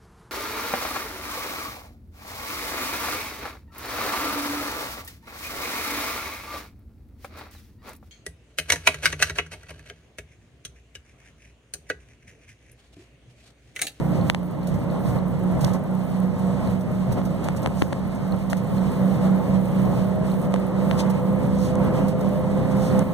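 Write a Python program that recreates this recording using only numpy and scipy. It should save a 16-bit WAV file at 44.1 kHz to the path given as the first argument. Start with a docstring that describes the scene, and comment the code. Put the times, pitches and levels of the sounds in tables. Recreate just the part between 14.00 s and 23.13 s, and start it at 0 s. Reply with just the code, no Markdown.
"""Inside a diesel vehicle on a wet road: engine orders boom and beat against a hum just above, a gear whine
grows, tyre and spray noise swells in half-octave bands.
A hand-held camera ticks (struck resonances) and rustles (noise bursts), its lens drive sings in the top treble
(steady tones), a small part pings now and then, faint bright ticks crackle on the right.
The camera widens its two microphones by feeding each, late and inverted, into the other."""
import sys
import numpy as np
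from scipy import signal
from scipy.fft import rfft, irfft, next_fast_len
from scipy.io import wavfile
from scipy.ndimage import uniform_filter1d

SR = 44100
rng = np.random.default_rng(int(sys.argv[2]) if len(sys.argv) > 2 else 0)


def unload_audio(sound):
    """Save the sound as a 16-bit wav file, at the path given as the first command line argument."""
    columns = np.transpose(np.atleast_2d(sound))
    # keep every value between -1 and 1, then stretch to whole-number steps
    steps = np.round(np.clip(columns, -1, 1) * 32767)
    wavfile.write(sys.argv[1], SR, steps.astype(np.int16))


N = 402633

# Tyre and spray noise spectrum. Each row: frequency in Hz, level in dB per Hz, part not shared by the
# microphones in dB, left minus right in dB.
ROAD_SPECTRUM = [(22, -53, -22, -6), (40, -61.5, -19, -4), (63.7, -49.5, -14, 1.5), (95, -49.5, -15, 0),
                 (132, -45, -23, -1.3), (204, -49, -8.5, -3.5), (307, -59, -5, -1.5),
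                 (409, -62.5, -3.5, 0.5), (472, -63.5, -4, -4), (520, -60, -7.5, -5.5),
                 (649, -66.5, -5, -7.5), (1021, -71.5, -1.5, 0), (1615, -82.5, 0.5, -5),
                 (2040, -81.5, 0, -5), (3005, -89.5, -1.5, -4), (5500, -97.5, 8.5, 8),
                 (7400, -102, -7, -22.5), (12000, -101, 1, -6.5), (15000, -99, 19, -3)]
# Air and panel resonances on the road noise. Each row: centre in Hz, width in Hz, gain in dB.
CABIN_RESONANCES = [(656, 70, 2.5), (892, 45, 3.5), (1070, 84, 3.5), (1275, 220, 2.5), (457, 51, -2),
                    (745, 60, 0), (1130, 71, -1)]
# Road noise levels. Each row: time in seconds, body rumble in dB, tyre roar in dB, spray hiss in dB.
ROAD_LEVELS = [(0.0, 1.5, 0, -0.5), (1.0, 3, 0.5, 0), (2.0, -3.5, 0, -1), (3.0, 1, -1, 0.5),
               (4.0, 2.5, -2, -0.5), (5.0, 2.5, 3, 3.5), (6.0, 1.5, 1, 1.5), (7.0, 1.5, 3, 3),
               (8.0, 1.5, 0, 0), (9.13, 6.5, 5, 4.5)]
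# Brief swells and lulls of road noise. Each row: centre in seconds, rumble in dB, roar in dB,
# half length in seconds.
ROAD_SWELLS = [(0.0, -13, 2, 0.044), (0.227, 6.5, 3, 0.1), (.46, -8, -1, 0.022), (0.722, 9, 1, 0.035),
               (0.946, 0, 2, 0.092), (1.09, 6.5, 3, 0.046), (1.165, 10.5, 4.5, 0.031), (1.4, -3, -1, .04),
               (1.546, 7, 1, 0.022), (1.647, 9.5, 4, 0.085), (1.752, 8, 5, 0.015), (1.896, 0, -1, 0.017),
               (2.482, 7, 1, 0.022), (2.647, 6.5, 4, 0.094), (2.822, 0, -2, 0.077), (2.907, 5, 2, 0.022),
               (3.113, 10.5, 3.5, 0.056), (3.183, 5, 7, 0.018), (3.458, 2, 5, 0.044), (3.644, -1, 4.5, .03),
               (4.067, 4, 1, 0.029), (4.338, 6.5, 3, 0.024), (4.73, 6.5, 0, .04), (5.263, 0, 3.5, 0.027),
               (5.528, 5, 1.5, 0.052), (5.65, -3, -2, 0.055), (5.85, 2, 2.5, 0.13), (5.983, 2, 2, 0.022),
               (6.457, 7, 1, 0.02), (6.692, -10, -1.5, 0.079), (6.945, 3.5, 1, 0.2), (7.288, -3, -1.5, .06),
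               (7.497, 4, 0.5, 0.07), (7.84, 6, 5, 0.092), (8.006, 5.5, 6, 0.068), (8.236, -8, 2, 0.04),
               (8.44, 4, 0.5, 0.026), (8.62, 1, 0.5, 0.026), (8.724, 2, 0, 0.037), (8.966, 0.5, 1.5, 0.078)]
# Sudden level changes of engine and road. Each row: start in seconds, change in dB.
LEVEL_DIPS = [(0.301, -6.5), (1.775, -1.5), (3.225, 0), (3.69, 0.5), (4.35, -2), (4.55, -0.5),
              (9.029, -5.5)]
# Longer runs of the lens drive. Each row: start in seconds, length in seconds.
LENS_RUNS = [(0.029, 0.094), (0.228, 0.081), (0.432, 0.05), (0.989, 0.2), (1.27, 0.054), (1.604, 0.052),
             (2.028, 0.094), (2.789, 0.031), (3.108, 0.032), (4.687, 0.11), (4.908, 0.27), (5.226, 0.051),
             (5.377, 0.13), (5.589, 0.13), (5.789, 0.21), (6.031, 0.068), (6.297, 0.17), (6.821, 0.2),
             (7.216, 0.083), (7.59, 0.042), (7.642, 0.035), (7.787, 0.02), (7.989, 0.018), (8.309, 0.114),
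             (8.785, 0.095), (8.909, 0.221)]
# Lens drive tones. Each row: frequency in Hz, level in dB.
LENS_TONES = [(9000, -68.5), (11000, -73), (13000, -60.5), (14000, -71.5), (15000, -58.5)]
# Rubs and rustles. Each row: peak in seconds, rise in seconds, 60 dB decay in seconds, level in dB,
# centre in Hz, left minus right in dB.
RUSTLES = [(0.284, 0.019, 0.19, -54, 7000, -9), (.672, 0.002, 0.14, -46.5, 9000, -13),
           (.742, 0.0022, 0.12, -50, 9000, -7), (1.099, 0.063, 0.27, -51.5, 8000, -11),
           (1.61, 0.0024, 0.2, -39, 7960, -3), (1.647, 0.0035, 0.02, -29.5, 3700, -7),
           (1.668, 0.0067, 0.17, -44.5, 7000, -4), (1.737, 0.0044, 0.12, -41.5, 7000, -3),
           (2.131, .002, .05, -62, 9000, -10), (2.81, 0.0033, 0.083, -58, 9000, -23),
           (3.124, 0.0037, 0.098, -41.5, 9000, -8), (3.254, 0.0026, 0.09, -49.5, 8000, -18),
           (3.443, 0.0025, 0.09, -43, 8000, -9), (3.566, 0.0033, 0.12, -53.5, 8000, -27),
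           (3.633, 0.0045, 0.069, -43.5, 9000, -1), (3.799, 0.019, 0.42, -45, 8000, -2),
           (4.022, 0.0016, 0.04, -66, 9000, -6), (4.158, .002, .06, -50, 9000, -6),
           (4.5, 0.0017, 0.16, -39.5, 8000, -6), (4.57, 0.0018, 0.11, -44, 9000, -7),
           (4.75, .002, .06, -56, 9000, -6), (5.51, .002, .06, -56, 8000, -4),
           (5.853, 0.0014, .06, -49, 8000, -6), (7.003, 0.02, 0.097, -34, 4400, 7.5),
           (7.102, 0.004, 0.066, -44.5, 10500, -17), (7.66, 0.079, 0.3, -43.5, 5300, 0),
           (8.084, 0.0027, 0.11, -41.5, 9000, -5), (8.211, 0.0032, 0.066, -49.5, 9800, -17),
           (8.72, 0.013, 0.093, -47, 9000, -2), (8.855, 0.07, 0.38, -44.5, 5400, -3)]
# Pings of a small part. Each row: start in seconds, peak in dB, frequency in Hz.
PINGS = [(0.2124, -33, 4240), (0.6315, -40, 4220), (0.9009, -38, 4200), (1.188, -35, 4130),
         (2.6733, -34, 4160), (4.3226, -31, 4200), (4.7808, -34, 4237), (6.3155, -33.5, 4150),
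         (8.9136, -33, 4350)]
# Ticks of the camera shell. Each row: time in seconds, click in dB, then thump and knock in dB re click,
# knock pitch in Hz, brightness in dB re click, left minus right in dB.
SHELL_TICKS = [(0.2992, -0.5, -27, -8, 905, -7.5, 34), (.3373, -38, -8, -20, 700, -16, 14),
               (0.3473, -11, -18, -3, 805, -6.5, 25), (0.431, -44, 8, 17, 695, -6, 13),
               (1.6422, -39, 26, 26, 560, -4, -23), (1.6803, -37, 9, 18, 900, -8, -17),
               (1.717, -37, 22, 16, 600, -8, -19), (3.193, -39, 8, 7, 1000, -8, -12),
               (3.2155, -32, 4, 11, 700, -8, -10), (3.4864, -19, -1, 7.5, 800, 0.5, 24),
               (3.5485, -43, 10, 19.5, 800, -2, -10), (3.661, -11, -6, 2, 765, -7, 24),
               (3.673, -28, 14, 9, 1010, 1, 9), (3.773, -34, 0, 12, 620, 2, -6),
               (3.818, -24, 3, 9.5, 800, -6, -17), (3.8214, -9.5, 4, -0.5, 1030, -10, 33),
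               (3.8317, -35, -4, -4, 1500, 4, -1), (3.8690, -39, -7, 0, 1600, -8, 11),
               (3.9263, -26.5, -3, 10, 614, -5, -6), (3.9298, -17.5, 0, -5, 1590, -5, 21),
               (4.5268, -30, 4, 11, 640, -10, -17), (4.531, -20, 2, 7, 1380, -1, 18),
               (4.5320, -17.5, 0, 4, 650, -4, 24), (6.5235, -33, 2, 3, 900, 1, -10),
               (6.5405, -15, -1, 4, 620, -3.5, -33), (6.5421, -29, 9, 19, 530, -10, -20),
               (6.561, -24.5, -3, 2, 950, -9, -11), (6.912, -11.5, -8, -2.5, 820, -12, 21),
               (7.588, -41, 13, 16, 520, 11, -10), (7.7550, -30.5, -4, -1, 700, 8, -21),
               (8.247, -43, 11, 24.5, 595, 0, -12), (8.9928, -24, -7, 6, 620, 10, -22)]
# Shell resonances: click, thump, brightness. Each row: centre in Hz, width in Hz of one filter pass.
SHELL_RESONANCES = [(2250, 2140), (262, 160), (10000, 6100)]
# Engine cycle rate. Each row: time in seconds, rate in Hz.
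CYCLE_RATE = [(0.0, 9.778), (0.8, 9.996), (1.6, 10.142), (2.4, 10.297), (3.2, 10.3), (4.0, 10.281),
              (4.8, 10.352), (5.6, 10.412), (6.4, 10.485), (7.2, 10.607), (8.0, 10.715), (8.8, 10.846)]
# Engine levels. Each row: time in seconds, boom in dB, other orders in dB, hum in dB, gear mesh in dB.
ENGINE_LEVELS = [(0.0, -23, -18, -23.5, -49), (0.5, -21, -22, -24.5, -52), (0.9, -25, -20.5, -29, -39),
                 (1.5, -18.5, -21, -27.5, -46), (1.8, -21.5, -22, -21.5, -50),
                 (2.3, -17, -20.5, -21.5, -41), (2.6, -24.5, -22.5, -19, -38.5),
                 (3.0, -22, -22.5, -24.5, -50), (3.5, -28, -21.5, -30.5, -64), (3.9, -27.5, -32, -30, -57),
                 (4.4, -29.5, -27, -20.5, -61), (4.8, -20.5, -21, -21, -39.5),
                 (5.2, -16.5, -20.5, -15.5, -37), (5.9, -18, -18.5, -23.5, -40),
                 (6.4, -19.5, -21.5, -30, -37.5), (7.0, -17.5, -19, -27, -34),
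                 (7.5, -20.5, -16.5, -22, -33), (8.0, -20, -18, -26.5, -32),
                 (8.5, -21.5, -18.5, -25, -32.5), (8.8, -19, -18.5, -25, -32),
                 (8.97, -15.5, -15.5, -19.5, -25.5), (9.13, -36, -16, -30, -33.5)]
# Other engine orders. Each entry: multiple of the cycle rate.
ORDER_MULTIPLES = [6, 9, 11, 12, 14, 15, 16, 17, 17.5, 20.25, 23, 24, 26, 30, 36, 40.5, 49, 54, 56, 60]
# The same orders. Each row: share in dB, right minus left in dB, lag of the left in radians.
ORDER_SHARES = [(-13, -1, 0.14), (-13.5, 0, 0.023), (-14, -5, .02), (-8.5, -1.5, 0.3), (-12, -2.5, 0.023),
                (-6.5, 0.5, 0.17), (-12, -4, 0.26), (-16, 0.5, 0.11), (-16.5, -5, 0.13),
                (-18.5, -0.5, 0.092), (-27, -7, .1), (-16.5, 0, 0.099), (-23, -7, .1), (-23, -5.5, 0.2),
                (-24.5, 3.5, 1), (-27, 2.5, 1), (-27.5, -2, 0.36), (-26.5, -3, 0.28), (-30, -1, 0.23),
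                (-25.5, -4.5, 0.11)]
# Beat of hum against boom. Each row: time in seconds, hum above boom in Hz.
BEAT_RATE = [(0, 3.55), (1.0, 3.7), (1.2, 4.03), (1.8, 4.03), (2.6, 3.72), (3.6, 3.92), (6, 3.96), (8, 4.1),
             (9.13, 4.3)]

SPRAY_PER_ROAR, RUMBLE_FLUTTER_DB = 0.86, 2
DIP_ATTACK_S, DIP_RECOVERY_S = 0.0027, 0.36
CRACKLE_PER_S, CRACKLE_MIN_DB, CRACKLE_SPREAD_DB, CRACKLE_LOWEST_HZ = 22, -44, 6, 9450
FRAME_S, FIRST_FRAME_S = .04, .029
WHIRR_HZ, WHIRR_WIDTH_HZ, TEETH_PER_S = 9600, 1800, 70
PING_RISE_S, PING_T60_S = 0.00077, .009
THUD_HZ, THUD_WIDTH_HZ, THUD_DB = 137, 130, -0.5  # the grip jolts with every thump
KNOCK_Q, KNOCK_RING_Q, KNOCK_RING_DB, KNOCK_CONTACT_CYCLES = 0.6, 6.9, -18.5, 0.15
RATTLE_DB, RATTLE_HZ, RATTLE_T60_S = -29, 2980, 0.046
BOOM_ORDER, GEAR_ORDER, FADING_ORDER = 18, 47.5, 30.5
FADING_START_DB, FADING_DB_PER_S = -34, -7.5
BEAT_START_TURNS = 0.52
LEFT_DULL_HZ, TOP_HZ = 10100, 15150
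CROSS_GAIN, CROSS_S, CROSS_HZ = 0.8, 0.0004022, 8100


def undb(db):
    """dB to gain."""
    return 10 ** (np.asarray(db) / 20)


def curves(table):
    """Each column of a table as a value per sample."""
    s, *columns = np.transpose(table)
    return [np.interp(np.arange(N) / SR, s, column) for column in columns]


def walk(rate_hz):
    """Random levels held 1 / rate_hz seconds and slewed twice; spread about 0.75."""
    hold = int(SR / rate_hz)
    steps = np.repeat(rng.standard_normal(N // hold + 1), hold)
    return 1.017 * uniform_filter1d(uniform_filter1d(steps, hold), hold)[:N]


def band(x, hz, width_hz):
    """One resonance, gain 1 at the centre."""
    return signal.lfilter(*signal.iirpeak(min(hz, SR / 2.5), hz / width_hz, SR), x)


def band_twice(x, hz, width_hz):
    """The same resonance in series with itself: steeper skirts."""
    return band(band(x, hz, width_hz), hz, width_hz)


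def unit_peak(x):
    """Scales to a peak of 1."""
    return x / abs(x).max()


def decay(t, t60_s):
    """Exponential decay, 60 dB in t60_s."""
    return 1000. ** (-t / t60_s)


def add(out, x, s, pan_db):
    """Adds a short sound at a time, shared between the microphones; the nearer one gets it whole."""
    i = max(int(s * SR), 0)
    x = x[:N - i]
    out[:, i:i + len(x)] += x * undb([[min(pan_db, 0)], [min(-pan_db, 0)]])


def swells(s, db, half_s):
    """Bell-shaped changes of level, summed, in dB."""
    t = np.arange(0, N, 64) / SR
    bells = np.exp(-((t - s[:, None]) / half_s[:, None]) ** 2)
    return np.interp(np.arange(N) / SR, t, db @ bells)


def dips():
    """Gain that changes suddenly, mostly downwards, and recovers exponentially."""
    t = np.arange(N) / SR
    total_db = 0
    for s, db in LEVEL_DIPS:
        attack = np.clip((t - s) / DIP_ATTACK_S, 0, 1)
        total_db = total_db + db * attack * np.exp(-np.maximum(t - s, 0) / DIP_RECOVERY_S)
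    return undb(total_db)


def road():
    """Half-octave bands of noise; long waves reach both microphones alike; bands swell together, flicker alone."""
    size = next_fast_len(N)
    hz = np.maximum(np.fft.rfftfreq(size, 1 / SR), 1)
    at_hz, *columns = np.transpose(ROAD_SPECTRUM)
    db, own_db, pan_db = (np.interp(np.log(hz), np.log(at_hz), c, left=c[0]) for c in columns)
    for centre_hz, width_hz, gain_db in CABIN_RESONANCES:
        db = db + gain_db * np.exp(-(2 * (hz - centre_hz) / width_hz) ** 2)
    shared, left, right = rfft(rng.standard_normal((3, size)))
    own = np.minimum(undb(own_db), 1)
    pair = np.sqrt(1 - own ** 2) * shared + own * np.array([left, right])
    pair *= np.sqrt(SR / 2) * undb(db + np.array([pan_db, -pan_db]) / 2) * (hz > 18)

    rumble_db, roar_db, hiss_db = curves(ROAD_LEVELS)
    s, rumble_swell_db, roar_swell_db, half_s = np.transpose(ROAD_SWELLS)
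    swell_db = swells(s, roar_swell_db, half_s)
    rumble_db = rumble_db + swells(s, rumble_swell_db, half_s) + RUMBLE_FLUTTER_DB * walk(20)
    roar_db = roar_db + swell_db + 0.59 * walk(12)
    hiss_db = hiss_db + SPRAY_PER_ROAR * swell_db + 2.0 * walk(28)

    out = 0
    for centre_hz in 22 * 2 ** np.arange(0, 10, .5):
        window = np.cos(np.pi / 2 * np.clip(2 * np.log2(hz / centre_hz), -1, 1)) ** 2
        low = np.interp(np.log(centre_hz), np.log([150, 320]), [1, 0])
        high = np.interp(np.log(centre_hz), np.log([1500, 4000]), [0, 1])
        level_db = low * rumble_db + (1 - low - high) * roar_db + high * hiss_db
        level_db = level_db + 0.78 * walk(9)
        out = out + undb(level_db) * irfft(pair * window, size)[:, :N]
    return out


def crackle():
    """Tiny bright resonant ticks at random moments, each with its own pitch and a short tail."""
    out, t = np.zeros((2, N)), np.arange(int(.012 * SR)) / SR
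    for when, size, pitch in rng.random((int(CRACKLE_PER_S * N / SR), 3)):
        hz = CRACKLE_LOWEST_HZ * (1 + .5 * pitch)
        burst = band(rng.standard_normal(len(t)) * decay(t, .008), hz, 0.18 * hz)
        gain_db = CRACKLE_MIN_DB - CRACKLE_SPREAD_DB * np.log(1 - .93 * size)
        add(out, undb(gain_db) * burst, when * N / SR, -14)
    return out


def lens():
    """Focus drive by the right microphone: long runs, nudges on many picture frames; gear teeth whirr and tick."""
    t, on = np.arange(N) / SR, np.zeros(N)
    frames_s = np.arange(FIRST_FRAME_S, N / SR, FRAME_S)
    nudges = zip(frames_s, rng.choice([0, .008, .017], len(frames_s), p=[.4, .4, .2]))
    for s, length_s in [*LENS_RUNS, *nudges]:
        on[int(s * SR):int((s + length_s) * SR)] = 1
    on = uniform_filter1d(on, int(0.0022 * SR)) * undb(0.85 * walk(4.04))
    tones = sum(np.sqrt(2) * undb(db) * np.sin(2 * np.pi * hz * t) for hz, db in LENS_TONES)
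    strikes = (rng.random(N) < TEETH_PER_S / SR) * rng.standard_normal(N)
    teeth = undb(-24.0) * band(strikes, WHIRR_HZ, WHIRR_WIDTH_HZ)
    whirr = undb(-47.5) * band_twice(rng.standard_normal(N), WHIRR_HZ, WHIRR_WIDTH_HZ)
    return on * (tones + teeth + whirr) * undb([[-26], [0]])


def rustles():
    """Rubbing skin: bursts of gritty wide noise, independent at each microphone."""
    out = np.zeros((2, N))
    for s, rise_s, t60_s, db, hz, pan_db in RUSTLES:
        u = np.arange(-3 * rise_s, t60_s, 1 / SR)
        shape = np.where(u < 0, np.exp(-(u / rise_s) ** 2), decay(np.maximum(u, 0), t60_s))
        for side_db in (60, -60):  # each microphone hears its own patch of skin
            grain_db = 1.7 * np.repeat(rng.standard_normal(len(u) // 60 + 1), 60)[:len(u)]
            noise = band(rng.standard_normal(len(u)) * undb(grain_db), hz, 1.5 * hz)
            gain = undb(db + np.sign(side_db) * pan_db / 2)
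            add(out, gain * shape * noise / noise.std(), s + u[0], side_db)
    return out


def pings():
    """A small part rings: decaying sines, stronger on the left."""
    out, t = np.zeros((2, N)), np.arange(int(.03 * SR)) / SR
    envelope = np.minimum(t / PING_RISE_S, 1) * decay(t, PING_T60_S)
    for s, db, hz in PINGS:
        add(out, undb(db) * np.sin(2 * np.pi * hz * t) * envelope, s, 6.0)
    return out


def knock_sound(t, hz):
    """A dull blow at its own pitch with a short ring after it."""
    soft_push = -np.exp(-(t * hz / KNOCK_CONTACT_CYCLES - 2) ** 2)
    blow = band_twice(soft_push, hz, hz / KNOCK_Q)
    ring = band(blow, hz, hz / KNOCK_RING_Q)
    return unit_peak(blow) + undb(KNOCK_RING_DB) * unit_peak(ring)


def ticks():
    """Taps ring the shell's broad resonances, add a knock and leave loose parts chattering."""
    out, t = np.zeros((2, N)), np.arange(int(.03 * SR)) / SR
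    push = -np.exp(-(t - .0002) ** 2 / .00004 ** 2)
    click, thump, bright = (band_twice(push, hz, width_hz) for hz, width_hz in SHELL_RESONANCES)
    thud = band_twice(push, THUD_HZ, THUD_WIDTH_HZ)
    thump = unit_peak(thump) + undb(THUD_DB) * unit_peak(thud)
    click, thump, bright = unit_peak(click), unit_peak(thump), unit_peak(bright)
    for s, db, thump_db, knock_db, hz, bright_db, pan_db in SHELL_TICKS:
        side = np.sign(pan_db)  # a tap on the right of the shell pushes the other way
        shell = undb(db) * click + undb(db + thump_db) * thump + undb(db + bright_db) * bright
        add(out, side * shell, s, pan_db)
        knock = undb(db + knock_db) * knock_sound(t, hz)
        add(out, side * knock, s - 1.5 * KNOCK_CONTACT_CYCLES / hz, pan_db)
        chatter = band(rng.standard_normal(len(t)), RATTLE_HZ, 0.94 * RATTLE_HZ) * decay(t, RATTLE_T60_S)
        add(out, undb(db + RATTLE_DB) * chatter, s + 0.0007, pan_db)
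    return out


def tone(phase, db, right_db, lag_rad):
    """A sine at both microphones, the left lagging; db is the RMS level at the left."""
    return np.sqrt(2) * undb(db) * np.array([np.sin(phase - lag_rad), undb(right_db) * np.sin(phase)])


def engine():
    """Orders of the engine cycle; the cabin booms on one, a hum just above beats with it, a gear mesh whines."""
    boom_db, rest_db, hum_db, gear_db = curves(ENGINE_LEVELS)
    beat_turns = BEAT_START_TURNS + np.cumsum(curves(BEAT_RATE)[0]) / SR
    cycle = 2 * np.pi * np.cumsum(curves(CYCLE_RATE)[0]) / SR
    boom_phase = BOOM_ORDER * cycle
    out = tone(boom_phase, boom_db + 0.3 * walk(8.4), -0.95, 0.32)
    out += tone(boom_phase + 2 * np.pi * beat_turns, hum_db + 1.3 * walk(14.0), 0.12, 0.2)
    out += tone(GEAR_ORDER * cycle + 0.08 * walk(5), gear_db + 0.9 * walk(6), -2.5, 0.3)
    # a hum near 300 Hz dies away
    fading_db = FADING_START_DB + FADING_DB_PER_S * np.arange(N) / SR + 2.5 * walk(16.0)
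    out += tone(FADING_ORDER * cycle, fading_db, -2.4, 0.17)
    for order, (share_db, right_db, lag_rad) in zip(ORDER_MULTIPLES, ORDER_SHARES):
        # uneven firing blurs the high orders, which come up with the load on the gears
        load_db = 0.15 * (gear_db - gear_db.max()) * (order > 32)
        phase = order * (cycle + 0.047 * walk(8)) + 2 * np.pi * rng.random()
        flutter_db = (1.6 + .07 * order) * walk(7)
        out += tone(phase, rest_db + share_db + load_db + flutter_db, right_db, lag_rad)
    return out


def scene():
    """Everything as it arrives at the two microphone ports."""
    vehicle = (road() + engine()) * dips()
    camera = lens() + rustles() + pings() + ticks()
    return vehicle + camera + crackle()


def record(dry):
    """The left port is duller; each side loses a late, dulled copy of the other, widening the image; top cut."""
    size = next_fast_len(N + 1000)
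    hz = np.fft.rfftfreq(size, 1 / SR)
    ports = rfft(dry, size)
    ports[0] /= np.sqrt(1 + (hz / LEFT_DULL_HZ) ** 6)
    delay = np.exp(-2j * np.pi * hz * CROSS_S)
    cross = CROSS_GAIN * delay / np.sqrt(1 + (hz / CROSS_HZ) ** 14)
    # above the top of the band only a trace gets through
    shelf_db = np.interp(hz, [TOP_HZ, TOP_HZ + 350], [0, -28])
    wide = irfft((ports - ports[::-1] * cross) * undb(shelf_db), size)[:, :N]
    return signal.sosfilt(signal.ellip(8, .2, 70, 16450, fs=SR, output="sos"), wide)


dry = scene()
out = record(dry)
unload_audio(out)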